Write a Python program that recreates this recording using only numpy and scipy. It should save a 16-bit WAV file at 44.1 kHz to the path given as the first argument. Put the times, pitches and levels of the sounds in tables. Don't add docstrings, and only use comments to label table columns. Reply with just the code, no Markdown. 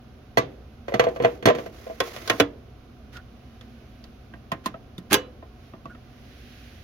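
import sys
import numpy as np
from scipy import signal
from scipy.fft import rfft, irfft
from scipy.io import wavfile
from scipy.ndimage import uniform_filter1d

SR = 44100
rng = np.random.default_rng(int(sys.argv[2]) if len(sys.argv) > 2 else 0)


def wav_out(sig):
    wavfile.write(sys.argv[1], SR, np.round(np.clip(np.atleast_2d(sig).T, -1, 1) * 32767).astype(np.int16))


N = 301511


def amp(db):
    return 10 ** (np.asarray(db) / 20)


def unit(x):
    return x / np.sqrt(np.mean(x ** 2) + 1e-20)


def at_hz(points, hz):
    f, value = np.transpose(points)
    return np.interp(np.log(hz + 1), np.log(f + 1), value)


def add(mix, s, sound):
    part = mix[:, max(round(s * SR), 0):][:, :sound.shape[1]]
    part += sound[:, :part.shape[1]]


# f/Hz, left minus right level/dB
BALANCE = [(100, -1), (300, -3), (550, 0.5), (1200, -3.5), (2500, -7), (5000, -1), (9000, -7.5),
           (15000, -3)]
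def ears(hz):
    return amp(np.multiply.outer([.5, -.5], at_hz(BALANCE, hz)))


# f/Hz, correlation (capped at 1)
COHERENCE = [(30, 0.3), (100, 1.32), (300, 0.9), (600, 0.44), (1200, 0.35), (3000, 0.06), (15000, 0.14)]
def noise(colour, size):
    hz = np.fft.rfftfreq(size, 1 / SR)
    left, other = rfft(rng.standard_normal((2, size)))
    same = np.clip(at_hz(COHERENCE, hz), -1, 1)
    pair = np.array([left, same * left + np.sqrt(1 - same ** 2) * other])
    return unit(irfft(pair * ears(hz) * amp(at_hz(colour, hz)), size))


# f/Hz, level/dB
HUM_TONES = [(60, -54), (101, -66), (127, -57.5), (243, -65), (732, -71)]
# f/Hz, relative spectral density/dB
RUMBLE_SPECTRUM = [(12, -61), (20, -14.5), (27, -9.5), (43, -7), (64, -2), (134, -6.5), (156, -19),
                   (195, -11), (232, -4), (305, -16), (362, -14), (518, -19), (756, -18), (837, -28.5),
                   (1200, -25), (1560, -27.5), (2640, -120)]
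HISS_SPECTRUM = [(290, -25), (500, -9), (621, -27), (668, -11), (1080, -29), (1480, 0.5), (2930, 0),
                 (5970, -8), (6800, -14), (7980, -35), (8960, -21), (11000, -15), (16000, -19.5)]
# centre t/s, half width/s, level/dB
ARM_SWELLS = [(3.75, 0.41, -63.5), (5.66, 0.065, -61.5), (6.58, 0.33, -54)]
def background(waver_rad=0.62, rumble_db=-48, hiss_db=-63):
    t = np.arange(N) / SR
    hum = np.zeros(N)
    for hz, db in HUM_TONES:
        drift = np.interp(t, np.linspace(0, t[-1], 60), np.cumsum(rng.standard_normal(60)))
        hum += np.sqrt(2) * amp(db) * np.sin(2 * np.pi * hz * t + waver_rad * drift)
    rumble = amp(rumble_db) * noise(RUMBLE_SPECTRUM, N)
    swell_power = sum(amp(db) ** 2 * np.exp(-((t - s) / width) ** 2) for s, width, db in ARM_SWELLS)
    hiss = np.sqrt(amp(hiss_db) ** 2 + swell_power) * noise(HISS_SPECTRUM, N)
    return hum + rumble + hiss


def damped(x, t60, stretch):
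    hz, t, spectrum = signal.stft(x, SR, nperseg=128)
    decay_s = np.maximum(stretch * at_hz(t60, hz), .005)
    spectrum = spectrum * amp(-60 * t / decay_s[:, None])
    return signal.istft(spectrum, SR, nperseg=128)[1][:, :x.shape[1]]


BAND_EDGES = [100, 350, 800, 3300, 7200, 16500]
def contact(strength_db, thump_db, hardness, spot_hz, treble_db, focus_db, focus_octaves=0.99):
    centres = np.sqrt(np.multiply(BAND_EDGES[:-1], BAND_EDGES[1:]))
    octaves_above_ring = np.log2(centres[2:] / centres[1])
    upper_db = treble_db + hardness * octaves_above_ring
    favoured = np.exp(-(np.log2(centres / spot_hz) / focus_octaves) ** 2)
    return strength_db + np.array([thump_db, 0, *upper_db]) + focus_db * favoured


# f/Hz, relative spectral density/dB
PANEL_SPECTRUM = [(60, -7), (150, 3), (500, 5), (850, -1.5), (1200, 4.5), (2000, 4), (4000, -1), (6700, -8),
                  (7600, -20.5), (10500, -17), (11800, -13), (13500, -19), (15800, -21)]
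# f/Hz, T60/s
PANEL_DECAY = [(100, .13), (400, 0.13), (1000, 0.19), (3000, 0.094), (7000, 0.068), (15000, 0.082)]
ROOM_DECAY = [(100, 0.32), (400, 0.73), (1000, 0.32), (3000, 0.25), (7000, 0.16), (15000, 0.04)]
def impacts(rows, modes, treble_db, focus_db, ring, panel_db, room_db,
            spot_db, spot_cycles, crack_db, lag_rad, rise_s, spread_db):
    size, attack = SR // 2, SR // 70
    t, out = np.arange(size) / SR, np.zeros((2, N))
    bands = [signal.butter(3, edges, 'band', fs=SR, output='sos')
             for edges in zip(BAND_EDGES, BAND_EDGES[1:])]
    scatter_rad = rng.uniform(-2.5, 2.5, len(modes) + 1)
    own_panel, own_room = noise(PANEL_SPECTRUM, size), noise(PANEL_SPECTRUM, size)
    for s, strength_db, thump_db, hardness, spot_hz in rows:
        hz, db, t60 = np.transpose([*modes, (spot_hz, spot_db, spot_cycles / spot_hz)])
        right_lag = np.where(hz < 400, 0, np.where(hz < 800, lag_rad, scatter_rad))
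        weight, detune, offset = rng.standard_normal((3, len(hz)))
        phase = 2 * np.pi * np.outer(hz * (1 + .005 * detune), t) + (offset * hz / 1000)[:, None]
        fade = amp((db + spread_db * weight)[:, None] - 60 * t / (ring * t60[:, None]))
        left, right = ears(hz)
        tones = np.array([left @ (fade * np.sin(phase)),
                          right @ (fade * np.sin(phase - right_lag[:, None]))])
        crack = 1 + amp(crack_db) * np.exp(-t / 0.0058)
        panel = crack * damped(unit(own_panel + 0.72 * noise(PANEL_SPECTRUM, size)), PANEL_DECAY, ring)
        room = damped(unit(own_room + noise(PANEL_SPECTRUM, size)), ROOM_DECAY, 1)
        room *= 1 - np.exp(-t / 0.004)
        sound = (tones + amp(panel_db) * panel + amp(room_db) * room) * (1 - np.exp(-t / rise_s))
        levels_db = contact(strength_db, thump_db, hardness, spot_hz, treble_db, focus_db)
        for band, level_db in zip(bands, levels_db):
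            part = signal.sosfilt(band, sound)
            attack_rms = np.sqrt(np.mean(part[:, :attack] ** 2))
            add(out, s, part * amp(level_db) / attack_rms)
    return out


# t/s, level/dB, relative thump/dB, hardness/(dB/octave), spot f/Hz
BIN_IMPACTS = [(0.3715, -13.5, -14, 2.46, 1015), (0.379, -23.5, -2.5, 5, 1154), (0.881, -28, -12, 0.5, 570),
               (0.92, -28, -28, -2.5, 554), (0.9395, -19.5, -4.5, 2, 696), (0.9945, -11.5, -14, 2, 507),
               (1.038, -22.5, -12, 1.2, 558), (1.0665, -17.5, -16, -5.5, 493), (1.085, -39, -5, 3.5, 490),
               (1.16, -31, -13, 0.5, 540), (1.1995, -20.5, -10.5, -3.5, 486), (1.222, -35, 8, 4, 514),
               (1.236, -23, -12, -0.5, 545), (1.246, -11.5, -14, -0.5, 670), (1.425, -34, -3, 2.5, 480),
               (1.455, -16.5, -0.5, 5, 660), (1.472, -12.5, -8.5, 0.7, 472), (1.484, -15, -6.5, 1.5, 452),
               (1.499, -15.5, -25, -0.5, 625), (1.549, -32, -20, 3.5, 477), (1.584, -31, -14, 2, 536),
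               (1.66, -35, -13, 0, 686), (1.865, -35, -28, -4, 517), (1.897, -32.5, -12, -4, 655)]
# f/Hz, relative level/dB, unscaled T60/s
BIN_RESONANCES = [(115, -21.5, 0.073), (211, -10.5, 0.1), (367.4, -14.5, 0.13), (459, -10, 0.047),
                  (475.7, -1, 0.24), (538, 7, 0.052), (656.3, 2, 0.18), (720, -20, 0.047),
                  (1025.5, -5, 0.2), (1162, -2, 0.18), (1330, 1.5, 0.042), (1556, -3, 0.1),
                  (1882, 0.5, 0.066), (2021, -3, 0.12), (2640, -24, 0.075), (2870, -4, 0.037),
                  (3320, 2.5, 0.03), (3320, -46, 0.071), (4320, -3, 0.06), (5200, -39, 0.028),
                  (5850, -13, 0.085)]
BIN_BRIGHTNESS = [-9.5, -22, -37.5]
def bin_knocks(rebound_s=.008, rebound_db=-7, rebound_db_per_octave=-1.8):
    rows = []
    for s, db, thump_db, hardness, hz in BIN_IMPACTS:
        rows.append((s, db, thump_db, hardness, hz))
        rows.append((s + rebound_s, db + rebound_db, thump_db, hardness + rebound_db_per_octave, hz))
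    return impacts(rows, BIN_RESONANCES, BIN_BRIGHTNESS, focus_db=1.06, ring=0.66,
                   panel_db=2.5, room_db=-11, spot_db=2.5, spot_cycles=87,
                   crack_db=-19, lag_rad=1.35, rise_s=0.0013, spread_db=3.3)


def rubbing(colour, strokes, attack_s, release_s, grain_db, grains_per_s):
    t, speed = np.arange(N) / SR, np.zeros(N)
    for s, length, db in strokes:
        rise = np.clip((t - s) / attack_s, 0, 1)
        fall = np.exp(-np.maximum(t - s - length, 0) / release_s)
        speed += amp(db) * rise * fall
    catches = np.interp(t * grains_per_s, np.arange(N), rng.standard_normal(N))
    return unit(noise(colour, N) * amp(grain_db * catches)) * speed


# t/s, duration/s, level/dB
BIN_PUSHES = [(0.493, 0.031, -63), (0.857, 0.44, -56.5), (1.262, 0.11, -56), (1.547, .12, -49),
              (1.71, 0.37, -51.5), (2.022, 0.37, -42.5)]
# f/Hz, relative spectral density/dB
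SLIDE_SPECTRUM = [(180, -30), (300, -9), (379, -3), (546, -14), (645, -2), (856, -18), (1120, -10.5),
                  (1660, -14), (2030, -10), (2250, -14.5), (6410, -19.5), (7950, -37), (11100, -25.5),
                  (16000, -28)]
def bin_slide():
    return rubbing(SLIDE_SPECTRUM, BIN_PUSHES, attack_s=0.038, release_s=0.026,
                   grain_db=-2.2, grains_per_s=140)


# t/s, level/dB, relative thump/dB, hardness/(dB/octave), spot f/Hz
STOP_IMPACTS = [(2.002, -22.5, -16, 1, 673), (2.162, -40.5, -42, 1.5, 600), (2.275, -36, -20, 2.3, 4500),
                (2.297, -20, -8, 1.17, 1910), (2.333, -34, 0, -11, 486), (2.3985, -16.5, -41, 0.5, 633),
                (2.4015, -20.5, 1.5, 0.5, 750)]
# f/Hz, relative level/dB, unscaled T60/s
FRAME_RESONANCES = [(106, -3, 0.16), (286, -4, 0.24), (371.6, -12, 0.39), (468, -1.5, 0.3),
                    (516, -8, 0.087), (658, -0.5, 0.17), (816, -22, 0.31), (980, -3, 0.098),
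                    (1070, 3, 0.14), (1380, 1, 0.076), (1525, 2.5, 0.086), (1893, 0, 0.1), (2485, -6, 0.05),
                    (2950, 1.5, 0.099), (3400, -3, 0.13), (4100, -29, 0.17), (5700, 2, 0.027)]
FRAME_BRIGHTNESS = [-2, -7, -19]
def bin_seating():
    return impacts(STOP_IMPACTS, FRAME_RESONANCES, FRAME_BRIGHTNESS, focus_db=2.5, ring=0.84,
                   panel_db=9, room_db=-8, spot_db=1, spot_cycles=60,
                   crack_db=6.5, lag_rad=0.85, rise_s=0.0011, spread_db=6.2)


# t/s, duration/s, level/dB
EDGE_SCUFFS = [(3.119, 0.054, -48.5), (4.634, 0.036, -49.5), (5.099, 0.039, -33)]
def door_scuffs():
    return rubbing(PANEL_SPECTRUM, EDGE_SCUFFS, attack_s=0.015, release_s=.005,
                   grain_db=0.5, grains_per_s=1100)


# t/s, duration/s, f/Hz, fractional rise in pitch, level/dB
SLIPS = [(3.145, 0.077, 1440, 0.01, -48.5), (5.886, 0.064, 1376, 0.091, -51)]
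def squeaks(jitter=.04, rasp=.45):
    out = np.zeros((2, N))
    for s, length, hz, rise, db in SLIPS:
        progress = np.linspace(0, 1, round(length * SR))
        wobble, grip = unit(uniform_filter1d(rng.standard_normal((2, len(progress))), size=90))
        pitch_hz = hz * (1 + rise * progress + jitter * wobble)
        tone = (1 + rasp * grip) * np.sin(2 * np.pi * np.cumsum(pitch_hz) / SR)
        envelope = np.sin(np.pi * progress) * (1 - progress)
        add(out, s, ears(hz)[:, None] * amp(db) * unit(tone * envelope))
    return out


# t/s, level/dB, relative thump/dB, hardness/(dB/octave), spot f/Hz
DOOR_IMPACTS = [(3.168, -55.5, -7, 2.5, 2930), (3.61, -54, -15, 0.5, 3400), (4.04, -57.5, -15, 1.5, 4700),
                (4.337, -49.5, 4, -2.5, 1600), (4.517, -33, 2, 0.6, 1047), (4.6585, -35.5, 5, 3, 1050),
                (4.741, -39.5, -6, -6, 1290), (4.98, -60.5, 25, 5.4, 3610), (5.425, -47.5, -10, -7.5, 1035),
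                (5.735, -47.5, 5, -6, 1187), (5.855, -43, 2, -2.5, 1122), (5.948, -57, 6.5, -1, 1308)]
# f/Hz, relative level/dB, unscaled T60/s
DOOR_RESONANCES = [(180.7, -7.5, 0.24), (353, -4, 0.046), (672, 2, 0.13), (691, -14, 0.088),
                   (1044, -12, 0.41), (1023, -4.5, 0.17), (1160, -7, 0.22), (1268, -18.5, 0.084),
                   (1850, 0.5, 0.17), (2683, -0.5, 0.056), (2850, -26.5, 0.065), (3063, -2, 0.064),
                   (4020, -20.5, 0.086), (4900, -3, .06), (5570, -3.5, 0.06)]
DOOR_BRIGHTNESS = [-1.5, -7.5, -17]
def door_knocks():
    return impacts(DOOR_IMPACTS, DOOR_RESONANCES, DOOR_BRIGHTNESS, focus_db=11, ring=0.77,
                   panel_db=8, room_db=-10, spot_db=17, spot_cycles=87,
                   crack_db=-5.5, lag_rad=.3, rise_s=0.00063, spread_db=3.1)


# t/s, level/dB, relative thump/dB, hardness/(dB/octave), spot f/Hz
LATCH_IMPACTS = [(5.109, -33, 3.5, -.8, 6675), (5.119, -25, -5.5, -0.9, 830), (5.1285, -26.5, 4, 3.5, 4097),
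                 (5.1405, -21.5, -12, 1.9, 3580), (5.158, -39.5, 6.5, -2.3, 906)]
# f/Hz, relative level/dB, unscaled T60/s
CASE_RESONANCES = [(181, 1.5, 0.13), (205, -1.5, 0.089), (286, -5.5, 0.43), (421, -6.5, 0.34),
                   (422, -18, 0.42), (493, -12.5, 0.72), (508.4, -8.5, 0.42), (1044, -2, 0.35),
                   (1035, 5.5, .12), (1300, -20.5, 0.24), (1640, -3.5, 0.25), (2120, -2, .1),
                   (2650, -15, 0.35), (2640, 0, 0.14), (2930, -10.5, 0.36), (3338, -10.5, 0.25),
                   (3400, -13, 0.11), (3420, -13, .14), (3980, -19, 0.43), (4524, -9.5, 0.19),
                   (4830, -1, 0.086), (5130, -1.5, .14), (6000, -5.5, 0.16), (6700, -16.5, 0.11),
                   (10820, -10.5, 0.054), (13450, -20.5, 0.15)]
CASE_BRIGHTNESS = [0.5, -4.5, -8.5]
def latch():
    return impacts(LATCH_IMPACTS, CASE_RESONANCES, CASE_BRIGHTNESS, focus_db=2, ring=0.67,
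                   panel_db=11.5, room_db=-6, spot_db=10, spot_cycles=120,
                   crack_db=-1, lag_rad=.1, rise_s=0.0014, spread_db=2.8)


def scene():
    knocks = bin_knocks() + bin_seating() + door_knocks() + latch()
    friction = bin_slide() + door_scuffs() + squeaks()
    return knocks + friction + background()


def record(dry):
    lowpass = signal.firwin(301, cutoff=16150, window=("kaiser", 9), fs=SR)
    return signal.oaconvolve(np.clip(dry, -1, 1), lowpass[None], "same", axes=1)


dry = scene()
out = record(dry)
wav_out(out)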